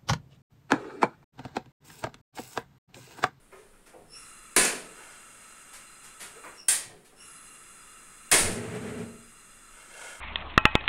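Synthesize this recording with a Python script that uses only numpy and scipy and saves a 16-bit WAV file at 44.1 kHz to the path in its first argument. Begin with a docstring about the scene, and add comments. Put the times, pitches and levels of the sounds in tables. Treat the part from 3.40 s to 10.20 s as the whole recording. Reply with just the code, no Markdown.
"""A steel table-top gas stove in a small tiled kitchen, over faint room noise and drifting air.
The knob knocks under scuffing fingers; the valve whistles half open and the jet hisses, shrill at first.
The piezo hammer snaps and a sleeve rustles; the valve shuts, a second snap follows, and it opens again.
The third snap lights the gas: it flares, puffs, roars under a saucepan and settles to a hiss.
Blows are shaped noise and decaying modes, gas and flame are filtered noise; the tiles ring."""
import sys
import numpy as np
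from scipy import signal
from scipy.fft import rfft, irfft, next_fast_len
from scipy.io import wavfile
from scipy.ndimage import uniform_filter1d, map_coordinates

SR = 44100
rng = np.random.default_rng(int(sys.argv[2]) if len(sys.argv) > 2 else 0)


def transcribe(signal):
    """Save signal, clipped to [-1, 1], as a 16-bit WAV file at the path in sys.argv[1]."""
    frames = np.atleast_2d(signal).T
    limited = np.clip(frames, -1, 1)
    pcm = np.round(limited * 32767).astype(np.int16)
    wavfile.write(sys.argv[1], SR, pcm)


N = 299990
T = np.arange(N) / SR  # time of each sample [s]
BLOW_T = np.arange(SR) / SR  # time within a short sound [s]
LIGHTS_S, SEATS_S = 4.97, 5.61  # the flame catches; it seats itself and starts to quieten


def amp(db):
    """Decibels to gain."""
    return 10 ** (np.asarray(db) / 20)


def unit(x):
    """x at rms 1."""
    return x / np.sqrt(np.mean(x ** 2) + 1e-20)


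def along(points, hz):
    """Interpolate (Hz, value) points on a log frequency axis."""
    f, v = np.transpose(points)
    return np.interp(np.log(hz + 1), np.log(f + 1), v)


def wobble(rate_hz):
    """A smooth random curve through rate_hz normal knots a second."""
    knots = rng.standard_normal(int(N * rate_hz / SR) + 4)
    return map_coordinates(knots, [T * rate_hz])


def filtered(x, response):
    """x times a response of frequency."""
    m = next_fast_len(len(x) + SR // 4)
    spectrum = rfft(x, m) * response(np.fft.rfftfreq(m, 1 / SR))
    return irfft(spectrum, m)[:len(x)]


def noise(colour, size=N):
    """Noise of rms 1 with a colour of (frequency [Hz], relative density [dB]) points."""
    return unit(filtered(rng.standard_normal(size), lambda hz: amp(along(colour, hz))))


def resonate(x, peaks):
    """x through parallel bandpass resonances of alternating sign, at rms 1."""
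    def bank(f):
        total = 0
        for k, (centre, width, db) in enumerate(peaks):
            damping = 1j * f * width
            total = total + (-1) ** k * amp(db) * damping / (centre * centre - f * f + damping)
        return total
    return unit(filtered(x, bank))


def fade(t, t60):
    """Exponential decay that has lost 60 dB at t60."""
    return np.exp(-np.log(1000) * t / t60)


def bell(x, centre, width):
    """A Gaussian hump of height 1; width is its standard deviation."""
    return np.exp(-.5 * ((x - centre) / width) ** 2)


def stroke(length_s):
    """Envelope of a short rub or push, peaking at half its length."""
    return BLOW_T / length_s * np.exp(-2 * BLOW_T / length_s)


def narrow(hz, width_hz):
    """A noisy tone of rms 1 around a steady or moving pitch."""
    phase = 2 * np.pi * np.cumsum(hz * np.ones(N)) / SR
    return unit(wobble(width_hz) * np.cos(phase) + wobble(width_hz) * np.sin(phase))


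def ringing(modes, t):
    """Decaying sines of a struck part, at new strengths and phases for every blow."""
    out = 0
    for hz, db, t60 in modes:
        strength = amp(db + rng.normal(0, 1))
        out = out + strength * fade(t, t60) * np.sin(2 * np.pi * hz * t + rng.uniform(0, 2 * np.pi))
    return out


def at_level(x, db):
    """Scale a short sound so that its loudest 30 ms have this rms level."""
    return x * amp(db) / np.sqrt(uniform_filter1d(x * x, size=1323).max())


def add(track, s, sound):
    """Lay a sound into the track at s seconds."""
    part = track[round(s * SR):][:len(sound)]
    part += sound[:len(part)]


def kitchen(x, direct_db):
    """The direct sound, its first echoes and the dense answer of the tiled walls."""
    # decay of the tiled room: (frequency [Hz], t60 [s])
    tiles = [(120, 0.73), (400, 0.68), (1200, 0.47), (3000, 0.45), (8000, 0.31), (14000, 0.26)]
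    # counter and corner walls: (delay [s], level re direct sound, itself capped at -6 dB [dB])
    hob_echoes = [(.0012, -17), (.0031, -8), (.0066, -11), (0.0135, -11.5), (0.018, -18)]
    hz, t, z = signal.stft(rng.standard_normal(SR), SR, nperseg=256)
    decaying = z * fade(t, along(tiles, hz)[:, None])
    response = signal.istft(decaying, SR, nperseg=256)[1]
    response /= np.linalg.norm(response)
    response[0] += amp(direct_db)
    for delay_s, db in hob_echoes:
        response[round(delay_s * SR)] += amp(min(direct_db, -6) + db)
    return signal.fftconvolve(x, response / np.linalg.norm(response))[:len(x)]


def background():
    """Faint room noise, and low noise of air drifting over the microphone."""
    # the quiet kitchen: (frequency [Hz], relative density [dB])
    air = [(20, -1.5), (45, -20), (70, -26.5), (180, -12), (400, -16), (800, -23), (1400, -21.5),
           (3000, -28.5), (6000, -34.5), (9500, -22.5), (12000, -35), (15500, -40)]
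    # air on the microphone: (time [s], level [dB])
    draught = [(0, -59), (2.4, -77.5), (6.8, -63.5)]
    draught_db = np.interp(T, *np.transpose(draught))
    gusts = noise([(10, -26), (25, 8), (45, -37), (90, -12.5), (300, -83)])
    return amp(-60.5) * noise(air) + amp(draught_db) * gusts


def handling():
    """The knob clacks, its spindle thuds on the panel, the stove shifts, and fingers and cuff scuff."""
    # the hand grips, pushes and releases the knob:
    # (time of clack [s], thud level [dB], clack level [dB], twice the stroke length [s])
    knocks = [(0.116, -50.5, -52, 0.022), (.325, -70, -65, 0.028), (0.455, -63, -61, 0.039),
              (0.525, -48.5, -65, 0.045), (1.57, -55, -52.5, 0.036), (2.803, -60, -55.5, 0.086),
              (2.946, -51.5, -57, 0.038), (3.031, -50, -45, 0.042), (3.478, -54.5, -69, 0.058),
              (3.713, -61.5, -68, .06)]
    # the spindle against the panel: (frequency [Hz], relative density [dB])
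    thud_colour = [(60, -10), (110, -15), (170, -8), (260, -8.5), (420, 9), (570, -2), (760, -1.5),
                   (1050, -8.5), (1400, -31), (4000, -45)]
    # the plastic knob: (frequency [Hz], relative density [dB])
    clack_colour = [(300, -13), (600, -5), (950, 1.5), (1300, 6.5), (1750, 1.5), (2400, -1), (3500, -19.5),
                    (8000, -23.5)]
    # the stove shifts on its feet under the hand: (time [s], level [dB])
    bumps = [(.57, -61), (3.445, -56)]
    # dry scuffs of fingers and cuff: (time [s], level [dB], stroke length [s])
    scuffs = [(0.125, -63.5, 0.093), (0.456, -58, 0.035), (2.328, -47, 0.035), (2.626, -50.5, 0.041),
              (2.795, -41.5, 0.042), (3.644, -58, 0.03)]
    bump_colour = [(50, -28), (80, -4), (120, -4.5), (200, -7), (500, -26), (1500, -49)]
    scuff_colour = [(500, -5), (2000, 0.5), (5000, -6), (9500, 1), (12000, -8.5), (15500, -28)]
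    thud_lag_s = 0.0089  # the spindle takes up its slack
    out = np.zeros(N)
    for s, thud_db, clack_db, length_s in knocks:
        clack = noise(clack_colour, SR) * stroke(length_s / 2)
        thud = noise(thud_colour, SR) * stroke(length_s / 2)
        add(out, s, at_level(kitchen(clack, direct_db=-11.5), clack_db))
        add(out, s + thud_lag_s, at_level(kitchen(thud, direct_db=-2), thud_db))
    for s, db in bumps:
        bump = noise(bump_colour, SR) * stroke(0.045)
        add(out, s, at_level(kitchen(bump, direct_db=0), db))
    for s, db, length_s in scuffs:
        scuff = noise(scuff_colour, SR) * stroke(length_s)
        add(out, s, at_level(kitchen(scuff, direct_db=0.5), db))
    return out


def gas():
    """The jet hisses through the mixing tube, shrill at first; the valve whistles only near half open."""
    # turns of the valve:
    # (time half open [s], time constant, negative = shutting [s], whistle level ahead of the room [dB])
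    valve = [(0.751, 0.03, -43), (3.201, -0.027, -46.5), (3.812, 0.031, -53)]
    # shrill jet just after opening: (time [s], level before swell and fade [dB], centre [Hz], t60 [s])
    openings = [(.67, -48.5, 10030, 1.4), (3.75, -51.5, 10500, 3.4)]
    # jet noise: (frequency [Hz], relative density [dB])
    hiss = [(200, -3.5), (750, -13), (1200, -1), (1800, 0), (2400, -2), (2800, -6.5), (3200, -20),
            (4600, -28), (5800, -13), (6700, -4.5), (8400, 1.5), (10200, -3.5), (12000, -13.5),
            (15500, -29)]
    # mixing tube: (centre [Hz], width [Hz], relative level [dB])
    tube_peaks = [(1308, 73, 0.5), (2775, 46, -2), (3440, 76, -10.5), (4090, 46, -6.5), (4960, 39, -8.5),
                  (6560, 570, -15), (8320, 330, -7.5)]
    gas_db, lit_db = -52, -2  # steady jet; change once alight
    surge_s, surge_db = 0.09, 5  # time constant and size of the extra pressure, before the aperture scales it
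    whistle_hz, glide_hz = 5430, 479  # pitch when half open; rise from shut to open
    focus = 2.1  # higher = sings over less of the travel
    tube_hz, tube_db = 2760, -54.5  # the mixing tube sounds along with each whistle

    flow, whistle, shrill = np.zeros((3, N))
    flow_db = gas_db + lit_db * np.clip((T - LIGHTS_S) / (SEATS_S - LIGHTS_S), 0, 1)
    for s, turn_s, db in valve:
        aperture = (1 + np.tanh((T - s) / (2 * turn_s))) / 2
        flow += aperture - aperture[0]
        if turn_s > 0:  # the pressure stored in the hose escapes first
            flow_db = flow_db + surge_db * aperture * np.exp(-np.maximum(T - s, 0) / surge_s)
        sings = (2 * np.minimum(aperture, 1 - aperture)) ** focus
        pitch_hz = whistle_hz + glide_hz * (aperture - .5)
        valve_tone = amp(db) * narrow(pitch_hz, width_hz=380)
        tube_tone = amp(tube_db) * narrow(tube_hz, width_hz=420)
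        whistle += sings * (valve_tone + tube_tone)
    for s, db, hz, t60 in openings:
        age = np.maximum(T - s, 0)
        swell = 1 - np.exp(-(age / 0.07) ** 2)
        shrill += amp(db) * narrow(hz, width_hz=880) * swell * fade(age, t60)
    jet = amp(-2.5) * noise(hiss) + amp(-3.5) * resonate(rng.standard_normal(N), tube_peaks)
    hissing = flow * amp(flow_db + 0.34 * wobble(33)) * jet
    return hissing + shrill + kitchen(whistle, direct_db=3.5)


def igniter():
    """The hammer slips its catch and cracks on the crystal; the blow rattles the pan supports, rings the top."""
    # hammer blows: (time [s], click reference [dB], stove body reference [dB], rattle t60 [s])
    snaps = [(1.1636, -13.5, -15.5, 0.35), (3.2845, -12.5, -36.5, 0.14), (4.9149, -13, -15.5, 0.36)]
    # hammer on the crystal: (frequency [Hz], relative density [dB])
    click_colour = [(300, -33), (1000, -20), (1700, -12.5), (2400, -16.5), (3000, -16), (4600, -12.5),
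                    (6500, -9.5), (8000, -5), (9000, 1), (10200, -5.5), (11500, -15), (13500, -22.5),
                    (15700, -29)]
    # stove body: (frequency [Hz], relative density [dB])
    body_colour = [(100, -41), (170, -7), (280, -10.5), (380, 3), (700, -3), (1100, -6.5), (1700, -2),
                   (2700, -1), (3400, -10), (4800, -6.5), (7000, -8), (12000, -39)]
    # the stove top: (frequency [Hz], relative level [dB], t60 [s])
    steel = [(173.4, -24, 1), (403, -15, 0.53), (583, -35, 1), (656, -15, 0.79), (743, -24, 0.98),
             (1018, -11.5, 0.46), (1260, -7, 0.14), (1420, -33, 0.17), (1405, -16, 0.19), (1643, 3, 0.093),
             (1704, -13, 0.76), (1960, -35, 0.82), (2060, -26, 0.39), (2128, 1, 0.091), (2390, -17, 0.29),
             (2550, -22, 0.38), (2565, -10.5, 0.12), (2500, -7, 0.17), (2790, -4, 0.077),
             (2963, -17.5, 0.61)]
    # the hammer and its spring: (frequency [Hz], relative level [dB], t60 [s])
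    spring = [(3806, -4, 1), (4250, 6, 0.22), (4883, -9, 0.39), (5545, -18, 0.14), (5900, -15, 0.41),
              (6170, -36, 1), (8170, -29, 0.28), (8200, -31, 0.28), (9100, 17, 0.33), (9300, -7, 0.29),
              (10100, -23, 0.15), (9800, 12, 0.25)]
    contact_colour = [(300, -42), (2000, -39), (9500, 11), (12000, -2), (15700, -5)]
    jolt_colour = [(10, -4), (34, -2), (55, -24), (120, -36), (300, -70)]
    # the thin sheet radiates little below 150 Hz
    sheet_highpass = signal.butter(4, 150, "high", fs=SR, output="sos")
    out, t = np.zeros(N), BLOW_T
    for s, click_db, body_db, rattle_t60_s in snaps:
        # loose parts chatter in uneven bursts
        chatter = amp(8.3 * wobble(363.0)[:SR]) * fade(t, rattle_t60_s)
        crack = noise(click_colour, SR) * (fade(t, 0.022) + amp(-7.0) * chatter)
        # the sheet steel takes a moment to get moving
        swell = 1 - np.exp(-t / 0.00043)
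        shake = noise(body_colour, SR) * (fade(t, 0.043) + amp(-13.5) * chatter) * swell
        shake = signal.sosfilt(sheet_highpass, shake)
        catch = noise(click_colour, SR) * fade(t, 0.031)
        contact = noise(contact_colour, SR) * fade(t, 0.017)
        jolt = noise(jolt_colour, SR) * fade(t, 0.46)  # the whole stove rocks on its feet
        add(out, s - .002, amp(click_db - 19) * catch)  # the catch lets go first
        add(out, s, amp(click_db - 2) * contact)
        add(out, s, at_level(jolt, body_db - 24.5))
        add(out, s, at_level(kitchen(crack, direct_db=-7.5), click_db - 5.5))
        add(out, s, at_level(kitchen(shake, direct_db=-9.5), body_db - 5.5))
        add(out, s, at_level(ringing(steel, t) * swell, body_db - 11.5))
        add(out, s, at_level(ringing(spring, t) * swell, body_db - 23.5))
    return out


def sleeve():
    """Cloth slides in tiny catches, swelling and fading with each swing of the arm."""
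    # swings of the arm: (time at the fastest [s], relative level [dB], standard deviation [s])
    swings = [(1.67, -51.5, 0.1), (2.137, -57.5, 0.27), (6.387, -53.5, 0.048), (6.659, -42, 0.098)]
    # sliding cloth: (frequency [Hz], relative density [dB])
    cloth = [(150, -31), (300, -11), (550, -6), (1100, -4), (1500, -1), (2300, -20), (3200, -9.5),
             (4700, -11), (8500, -2.5), (11000, -11), (15000, -56)]
    # ringing of the rubbed cloth: (centre [Hz], width [Hz], relative level [dB])
    rub_peaks = [(590, 160, -1), (940, 22, 3), (1453, 59, 6), (1700, 41, 3.5), (2137, 91, 3),
                 (2740, 87, -2), (3150, 58, -0.5)]
    speed = sum(amp(db) * bell(T, s, width_s) for s, db, width_s in swings)
    slide = amp(-6.5) * noise(cloth) + amp(-4) * resonate(rng.standard_normal(N), rub_peaks)
    return slide * speed * amp(1.1 * wobble(200))


def flame():
    """Gathered gas flares and puffs; the lifted flame roars in the gap under the pan, then seats with a hum."""
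    # burner and pan: (centre [Hz], width [Hz], relative level [dB])
    cavity = [(89, 19, -9), (119.8, 9.1, -3), (172.3, 16.6, -2), (234, 26, -3), (320, 50, -12.5),
              (428, 19.2, 0.5), (673, 18, -21)]
    # fluttering flame: (frequency [Hz], relative density [dB])
    flutter_colour = [(290, -14), (500, 7.5), (537, -22), (585, 0), (1030, -6), (1390, -1.5), (2100, -2.5),
                      (5160, -21), (8490, -14), (15000, -39)]
    roar_colour = [(50, -27), (85, 6.5), (440, 2), (900, 14.5), (2000, -34)]
    puff_colour = [(4, -25), (11, 10), (20, -13), (45, -25), (110, -6), (250, -68)]
    flare_colour = [(50, -22), (90, -4), (200, -3.5), (400, -2.5), (650, 2.0), (1050, 0.5),
                    (2200, -2), (4000, -10), (9000, -44)]
    spread_s = 0.029  # time to spread round the ring
    roar_base_db, roar_t60_s = -37, 0.59
    flutter_db, flutter_t60_s = -45.5, 0.38  # stops sooner than the roar
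    fireball_s, fireball_width_s, fireball_db = 5.06, 0.032, 3.5  # the gathered gas swells the roar

    spread = np.clip((T - LIGHTS_S) / spread_s, 0, 1)
    seated = np.maximum(T - SEATS_S, 0)
    roar_db = roar_base_db + fireball_db * bell(T, fireball_s, fireball_width_s)
    roar = resonate(noise(roar_colour), cavity) * amp(roar_db) * fade(seated, roar_t60_s)
    flutter = noise(flutter_colour) * amp(flutter_db + 0.37 * wobble(100))
    flutter *= fade(seated, flutter_t60_s)
    # the expanding fireball pushes the air once, far below the roar
    puff = noise(puff_colour) * amp(-31) * bell(T, fireball_s, 0.044)
    out = (roar + flutter) * spread * amp(1.27 * wobble(30)) + puff
    t = BLOW_T
    flare = noise(flare_colour, SR) * (1 - np.exp(-t / 0.01)) * fade(t, 0.36)
    hum = np.sin(2 * np.pi * 232 * t) * fade(t, 0.65) * (1 - np.exp(-t / 0.0046))
    add(out, 4.918, amp(-21.5) * flare)
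    add(out, 5.56, amp(-32.0) * hum)
    return out


def scene():
    """Everything heard from beside the stove."""
    return (background() + handling() + gas() + igniter() + sleeve() + flame())[None]


def record(dry):
    """Round the highest peaks smoothly towards 0.55, then cut everything from 15750 Hz up."""
    rounded = dry[0] / (1 + np.abs(dry[0] / .55) ** 4) ** (1 / 4)
    return filtered(rounded, lambda hz: hz < 15750)[None]


dry = scene()
out = record(dry)
transcribe(out)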